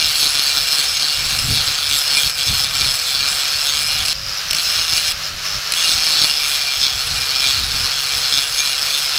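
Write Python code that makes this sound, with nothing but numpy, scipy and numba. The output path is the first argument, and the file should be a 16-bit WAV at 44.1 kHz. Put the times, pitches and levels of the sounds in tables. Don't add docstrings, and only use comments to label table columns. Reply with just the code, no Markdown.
import sys
import numpy as np
from scipy import signal
from scipy.fft import rfft, irfft
from scipy.io import wavfile
from scipy.ndimage import uniform_filter1d
from numba import njit

SR = 44100
rng = np.random.default_rng(int(sys.argv[2]) if len(sys.argv) > 2 else 0)


def gain_from_db(level_db):
    decades = np.asarray(level_db, float) / 20
    return 10 ** decades


def to_wav(sig):
    pcm = np.clip(np.atleast_2d(sig), -1, 1) * 32767
    pcm = np.round(pcm).astype(np.int16)
    wavfile.write(sys.argv[1], SR, pcm.T)


N = 404838
T = np.arange(N) / SR
PINION, CROWN, MAINS_HZ = 9, 32, 50
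LOADED_REV_PER_S, FREE_REV_PER_S = 490.5, 576

# time in seconds, turns per second.
SPEED_REV_PER_S = [(0.0, 560), (0.25, 522), (0.6, 492), (0.95, 527), (1.7, 518), (2.25, 504), (3.1, 490),
                   (4.1, 544), (4.4, 564), (4.6, 620), (5.1, 553), (5.73, 606), (5.9, 584), (6.2, 534),
                   (6.475, 517), (6.95, 474), (7.7, 478), (9.18, 516)]
# start in seconds, end in seconds.
CONTACTS_S = [
    (0.0, 4.13),
    (4.557, 5.125),
    (5.749, 9.2),
]
# time in seconds, pressure change in dB, length in seconds,
# share of the upper disc modes from 0 to 1.
PUSHES_DB = [(0.02, 1, 0.1, 0.67), (0.203, 4.5, 0.2, 0.9), (0.5, 3.5, 0.19, 0.8), (0.78, 4.5, 0.14, 0.8),
             (1.035, 4, 0.051, 0.86), (1.449, -4.5, 0.09, 0.77), (1.577, 2.5, 0.19, 0.67),
             (1.94, 3, 0.14, 0.73), (2.202, 3.1, 0.14, 0.6), (2.339, -20, 0.062, 0.7),
             (2.477, 3, 0.27, 0.67), (2.7, -5, 0.06, 0.3), (2.844, 4, 0.077, 0.74),
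             (2.998, -3.5, 0.06, 0.48), (3.12, 2.5, 0.12, 0.61), (3.86, -4.5, 0.094, 0.9),
             (4.87, -3.8, 0.063, 0.46), (4.97, 5, 0.027, 0.9), (5.915, 5, 0.21, 0.75),
             (6.213, 4.5, 0.24, 0.8), (6.35, -4.5, 0.096, 0.58), (6.842, 4.5, 0.064, 0.5),
             (6.95, -2.5, 0.061, 0.49), (7.216, -1.5, 0.33, 0.8), (7.472, 5, 0.11, 0.6),
             (7.664, -4, 0.099, 0.39), (7.96, -1, 0.48, 0.82), (8.485, -5, 0.099, 0.4),
             (9.066, -3.1, 0.1, 0.55)]
# time in seconds, peak level in dB.
SKIPS_DB = [
    (1.388, -2),
    (4.0519, -4),
    (4.06, -4),
    (4.0714, -9),
    (4.0824, -4),
    (4.5089, 2),
    (4.531, -1),
    (4.5477, -1.5),
    (5.721, 0),
    (5.7367, -0.5),
]
# centre in Hz, width in Hz, level in dB.
DISC_MODES = [
    [(3440, 290, 3.5), (3790, 200, -2)],
    [(4400, 530, 8), (3970, 190, -1), (4200, 910, -14)],
]
# centre in Hz, width in Hz, level in dB.
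GRIT_MODES = [(7635, 186, 5.5), (8080, 770, -4.5), (9600, 880, -2), (10940, 450, 0), (12880, 880, -4.5),
              (13220, 700, -11), (14460, 880, -4), (15300, 900, -13)]
STEEL_MODES = [(2851, 91, 3), (2720, 960, -15.5)]
GUARD_MODES = [(5154, 340, 12.5), (5320, 140, -11)]
FACE_MODES = [(2400, 49, 3), (2290, 280, -11.5)]
RIM_MODES = [(6434, 153, 0)]
VICE_MODES = [(1292, 360, 4.5), (1640, 380, 2.5)]
BENCH_MODES = [(768, 20, 0), (700, 50, -9)]
# level against resting pressure in dB, share of pressure changes followed,
# rise in dB per % of extra speed.
DISC_LAW = (0, 1.28, 0.083)
GRIT_LAW = (-6.5, 0.47, 0.12)
STEEL_LAW = (-13.5, 0.36, 0.33)
GUARD_LAW = (-2.75, 0.2, 0.23)
FACE_LAW = (-12.5, 0.49, .02)
RIM_LAW = (-14.5, 0.97, .15)
# time in seconds, change in dB.
TWISTS_DB = [(0.13, -4), (0.73, 6), (0.81, -17), (0.89, 6), (1.07, -4.5), (1.34, -5.5), (1.52, 2.5),
             (1.62, -8), (1.79, -17), (2.0, 4), (2.34, 2), (2.62, 5.5), (2.91, 4.5), (3.71, -6),
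             (4.02, -6.5), (4.6, -10), (4.87, -7), (5.02, -11), (5.78, -8), (6.83, 6), (7.41, 3), (7.83, 4),
             (8.34, 6.5), (8.74, 2), (8.93, -8)]
# time in seconds, rise in dB, length in seconds.
EDGES_DB = [(0.02, 6, 0.057), (0.56, -3, .06), (0.82, 5, 0.048), (0.96, 7.5, 0.074), (1.22, 2, 0.051),
            (1.57, 5, 0.099), (1.9, 8, 0.095), (2.18, 12.5, 0.069), (2.47, 1, 0.19), (2.62, -4, .06),
            (2.81, 4, 0.036), (3.46, 3, .07), (3.98, 1.5, 0.11), (6.44, 9, .08), (6.65, 5.5, .4),
            (7.0, -2, 0.17), (7.45, 4, .15), (8.1, 8, .07), (8.61, 9.5, 0.064), (8.72, 3, 0.089)]
# time in seconds, rise in dB, length in seconds.
FLATS_DB = [(0.03, 3, .08), (0.24, 4, 0.069), (0.56, 5, .07), (0.8, -1, .07), (0.96, 6, .06),
            (1.32, 10, 0.04), (2.22, 0, 0.12), (2.49, 9, .06), (2.81, 7, 0.059), (3.19, 1, 0.048),
            (3.7, 9, 0.061), (4.01, 8, 0.077), (4.79, 2, .07), (5.8, 6, 0.09), (6.22, 7, 0.053),
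            (6.56, 4, 0.065), (6.85, 5, .08), (7.48, 6, 0.1), (8.13, 7, .06), (8.25, 7, 0.089),
            (8.35, 11, 0.071), (8.6, 13.5, 0.056), (8.95, 9, 0.1)]
# multiple of armature speed, level in dB.
MESH_DB = [(PINION - 1, -27), (PINION, 0), (PINION + 1, -6.5), (PINION + 3, -22)]
HUM_DB = list(zip((1, PINION / CROWN), [-52.5, -50.5]))
# frequency in Hz, level in dB per Hz.
AIR_DB = [(200, -61), (350, -19), (520, -14.5), (680, -11), (950, -13), (1350, -3), (2000, -7.5),
          (2750, -3), (3400, -6.5), (4300, -1), (4750, -3), (6300, -8.5), (8500, -19), (13000, -18.5),
          (16000, -26)]
# time in seconds, gear change in dB, air change in dB, length in seconds.
SWINGS_DB = [
    (4.29, 4, 2, 0.041),
    (4.39, 3, 1, .08),
    (4.44, -10, 0.5, 0.062),
    (5.21, -10, 1.5, .05),
    (5.25, -1, -1, 0.31),
    (5.27, 1, 2.5, 0.062),
    (5.34, -15, -0.5, 0.09),
    (5.46, 2.5, 3, 0.039),
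    (5.53, 1, 1, .1),
    (5.61, -12, -1, .06),
]
# start in seconds, end in seconds, frequency in Hz, level in dB.
BEARING = (4.5, 9, 14375, -56)
# frequency in Hz, level in dB per Hz.
WIND_DB = [(12, -34), (20, 4.5), (112, 3), (206, -10), (284, -14), (377, -27), (467, -17), (500, -26),
           (650, -49), (1100, -120)]
# time in seconds, rise in dB, length in seconds.
GUSTS_DB = [(0.44, 3, 0.25), (0.78, -6, 0.088), (1.25, 15, 0.23), (1.5, 25, 0.26), (1.7, 11, 0.07),
            (1.91, 14, 0.13), (2.04, 3.8, 0.098), (2.26, 15, 0.068), (2.4, 5, 0.08), (2.51, 9.5, 0.099),
            (2.64, 11.8, 0.5), (2.85, 9.4, 0.2), (3.21, 8.5, 0.082), (3.36, 6, 0.12), (3.75, 5.1, 0.14),
            (4.01, 10, 0.5), (4.3, 9, 0.073), (4.54, 5, 0.08), (4.84, 7.5, 0.39), (5.31, 8.5, 0.6),
            (5.56, 10.5, 0.08), (5.96, 13, 0.14), (6.17, -2, 0.25), (6.62, 10, 0.08), (6.8, 11.3, 0.086),
            (6.94, 8, 0.084), (7.12, 12, 0.15), (7.61, 11.5, 0.47), (7.75, 8.5, 0.055), (8.45, 6.5, 0.27)]


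def unit(x):
    return x / np.sqrt(np.mean(x ** 2))


def curve(rows, column=1):
    rows = np.array(rows)
    return np.interp(T, rows[:, 0], rows[:, column])


def swells(rows, column=1, length_s=None):
    return sum(r[column] * np.exp(-(2 * (T - r[0]) / (length_s or r[-1])) ** 2) for r in rows)


def walk(rate_hz):
    k = int(SR / rate_hz)
    held = np.repeat(rng.standard_normal(N // k + 1), k)
    return 2.2 * uniform_filter1d(uniform_filter1d(held, k), k)[:N]


def coloured(points):
    hz, db = np.transpose(points)
    f = np.fft.rfftfreq(N, 1 / SR) + 1
    gain = gain_from_db(np.interp(np.log(f), np.log(hz), db))
    return unit(irfft(rfft(rng.standard_normal(N)) * gain, N))


@njit
def svf(x, hz, width_hz):
    y, b, l = np.empty(len(x)), 0., 0.
    g, k = np.tan(np.pi * hz / SR), width_hz / hz
    for i in range(len(x)):
        v = (b + g * (x[i] - l)) / (1 + g * (g + k))
        b, l, y[i] = 2 * v - b, l + 2 * g * v, k * v
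    return y


def ring(x, modes, waver_db):
    total = np.zeros(N)
    for k, (hz, width_hz, db) in enumerate(modes):
        tone = svf(svf(x, 1. * hz, 1. * width_hz), 1. * hz, 3.2 * width_hz)
        total += (-1) ** k * gain_from_db(db + waver_db * walk(25)) * tone
    return unit(total)


def surface(turn, keep, size):
    keep = np.clip(keep, 0, .98)
    fresh = rng.standard_normal((1600, size))
    worn = signal.lfilter([np.sqrt(1 - keep ** 2)], [1, -keep], fresh, axis=0).ravel()
    return np.interp(turn * size, np.arange(worn.size), worn)


def touching(edge_size):
    on = sum(1. * (T >= a) * (T <= b) for a, b in CONTACTS_S)
    return uniform_filter1d(on, size=edge_size, mode="nearest")


def pressure_db():
    settle_db, settle_s = -2.5, .12
    airborne_db, airborne_s = -8, .012
    hand = swells([(s, db, length_s) for s, db, length_s, _ in PUSHES_DB])
    settling = swells([(s, settle_db, settle_s) for s, _ in CONTACTS_S[1:]])
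    airborne = swells([(s - airborne_s / 2, airborne_db, airborne_s) for s, _ in SKIPS_DB])
    return hand + settling + airborne


def contact(turn):
    spot_db, chatter_db, lump_db = 6.6, 1.7, 2.2
    spot = spot_db * np.cos(2 * np.pi * (turn + 0.04 * walk(30))) * np.clip(1 + 0.25 * walk(9), 0, 3)
    chatter = chatter_db * surface(turn, keep=0.31, size=1)
    lumps = lump_db * surface(turn, keep=0.83, size=14)
    bear = gain_from_db(spot + chatter + lumps)
    return bear / np.sqrt(uniform_filter1d(bear ** 2, size=2200))


def grinding(turn):
    rest_db, rest_share = -22, 0.72
    bear = contact(turn)
    phase = (turn + 0.0029 * walk(60) + .5) % 1 - .5
    proud = unit(np.exp(-(phase / 0.0011) ** 2))
    worn = unit(surface(turn, keep=0.803, size=320)) + 0.7 * proud
    fresh = rng.standard_normal(N)
    coarse = bear * (worn + 0.55 * fresh)
    fine = bear ** 0.95 * (0.22 * worn + fresh)

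    share_rows = [(s, share - rest_share, length_s) for s, _, length_s, share in PUSHES_DB]
    share = np.clip(rest_share + swells(share_rows), .12, .88)
    flat_db = swells(FLATS_DB)
    low, high = (ring(coarse, modes, .8) for modes in DISC_MODES)
    disc = np.sqrt(1 - share) * gain_from_db(0.5 * flat_db) * low + np.sqrt(share) * high

    bite_db = 1.3 * walk(14) - 0.27 * T
    twist_db = swells(TWISTS_DB, length_s=.07)
    layers = [
        (disc, DISC_LAW, 0),
        (ring(fine, GRIT_MODES, 1.33), GRIT_LAW, bite_db),
        (ring(coarse + 0.23 * fine, STEEL_MODES, 1.0), STEEL_LAW, 0),
        (ring(coarse + 1.4 * fine, GUARD_MODES, 0.57), GUARD_LAW, twist_db),
        (ring(coarse + 0.1 * fine, FACE_MODES, 0.67), FACE_LAW, swells(EDGES_DB)),
        (ring(fine, RIM_MODES, 1.6), RIM_LAW, flat_db),
    ]
    push_db = pressure_db()
    extra_pct = 100 * (curve(SPEED_REV_PER_S) / LOADED_REV_PER_S - 1)
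    mix = np.zeros(N)
    for part, (db, follow, db_per_pct), own_db in layers:
        mix += gain_from_db(rest_db + db + follow * push_db + db_per_pct * extra_pct + own_db) * part

    vice = gain_from_db(-13) * ring(coarse, VICE_MODES, 0.76) + gain_from_db(-22) * ring(fine, BENCH_MODES, 1.0)
    return touching(edge_size=90) * (mix + gain_from_db(0.28 * push_db - 26.0) * vice)


def casing_level(column, loaded_db, free_db, db_per_pct):
    extra_pct = 100 * (curve(SPEED_REV_PER_S) / FREE_REV_PER_S - 1)
    free_db = free_db + db_per_pct * extra_pct + swells(SWINGS_DB, column=column)
    loaded_db = loaded_db + .2 * pressure_db()
    return gain_from_db(free_db + touching(edge_size=2000) * (loaded_db - free_db))


def gears(rev, beat):
    knock = gain_from_db(16.0 * np.cos(np.pi * beat) ** 4 + 2.2 * surface(beat + .5, keep=.1, size=1))
    teeth = np.zeros(N)
    for k, db in MESH_DB:
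        angle = 2 * np.pi * k * rev
        teeth += gain_from_db(db) * ((.9 + walk(550)) * np.cos(angle) + walk(550) * np.sin(angle))
    rattle = unit(svf(knock * teeth, 5560.0, 1300.0))
    return casing_level(1, loaded_db=-35, free_db=-30, db_per_pct=0.16) * rattle


def cooling_air(beat):
    air = unit(coloured(AIR_DB) * gain_from_db(.8 * np.cos(2 * np.pi * beat) + 0.55 * walk(10)))
    return casing_level(2, loaded_db=-30.5, free_db=-32, db_per_pct=0.36) * gain_from_db(6.5) * air


def motor(rev):
    beat = 2 * MAINS_HZ * T + 0.5
    hum = sum(np.sqrt(2) * gain_from_db(db + 1.24 * walk(16)) * np.sin(2 * np.pi * k * rev) for k, db in HUM_DB)
    start_s, stop_s, hz, db = BEARING
    squeal = gain_from_db(db + 2.5 * walk(10)) * np.sin(2 * np.pi * hz * T) * (T > start_s) * (T < stop_s)
    return gears(rev, beat) + cooling_air(beat) + hum + squeal


def wind():
    breeze_db, eddy_db = -45.5, 2.0
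    return gain_from_db(breeze_db + swells(GUSTS_DB)) * unit(coloured(WIND_DB) * gain_from_db(eddy_db * walk(22)))


def skips():
    attack_s, decay_s = 0.0002, 0.0042
    grit = rng.standard_normal(N)
    body = gain_from_db(-1.5) * ring(grit, DISC_MODES[0] + DISC_MODES[1], 0.)
    body += gain_from_db(-5) * ring(grit, GRIT_MODES + RIM_MODES, 0.)
    body += gain_from_db(-4) * ring(grit, STEEL_MODES + FACE_MODES, 0.)
    body += gain_from_db(-1.5) * ring(grit, GUARD_MODES, 0.)
    out = np.zeros(N)
    u = np.arange(600) / SR
    envelope = (1 - np.exp(-u / attack_s)) * np.exp(-(u / decay_s) ** 2)
    for s, db in SKIPS_DB:
        i = int(s * SR)
        burst = body[i:i + len(u)] * envelope
        out[i:i + len(u)] += gain_from_db(db - 2.0) * burst / np.abs(burst).max()
    return out


def scene():
    rev = np.cumsum(curve(SPEED_REV_PER_S)) / SR
    turn = rev * PINION / CROWN
    return (grinding(turn) + motor(rev) + wind() + skips())[None]


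def roll_off(x):
    return signal.sosfilt(signal.butter(12, 16530, fs=SR, output="sos"), x)


def record(dry):
    peak, bend, low_hz, top_hz = .9, .62, 22, 15810
    x = (1 - np.exp(-bend * peak * np.tanh(dry / peak))) / bend
    x = signal.sosfilt(signal.butter(2, low_hz, "high", fs=SR, output="sos"), x)
    x = irfft(rfft(x) * (np.fft.rfftfreq(N, 1 / SR) < top_hz), N)
    return roll_off(x)


dry = scene()
out = record(dry)
to_wav(out)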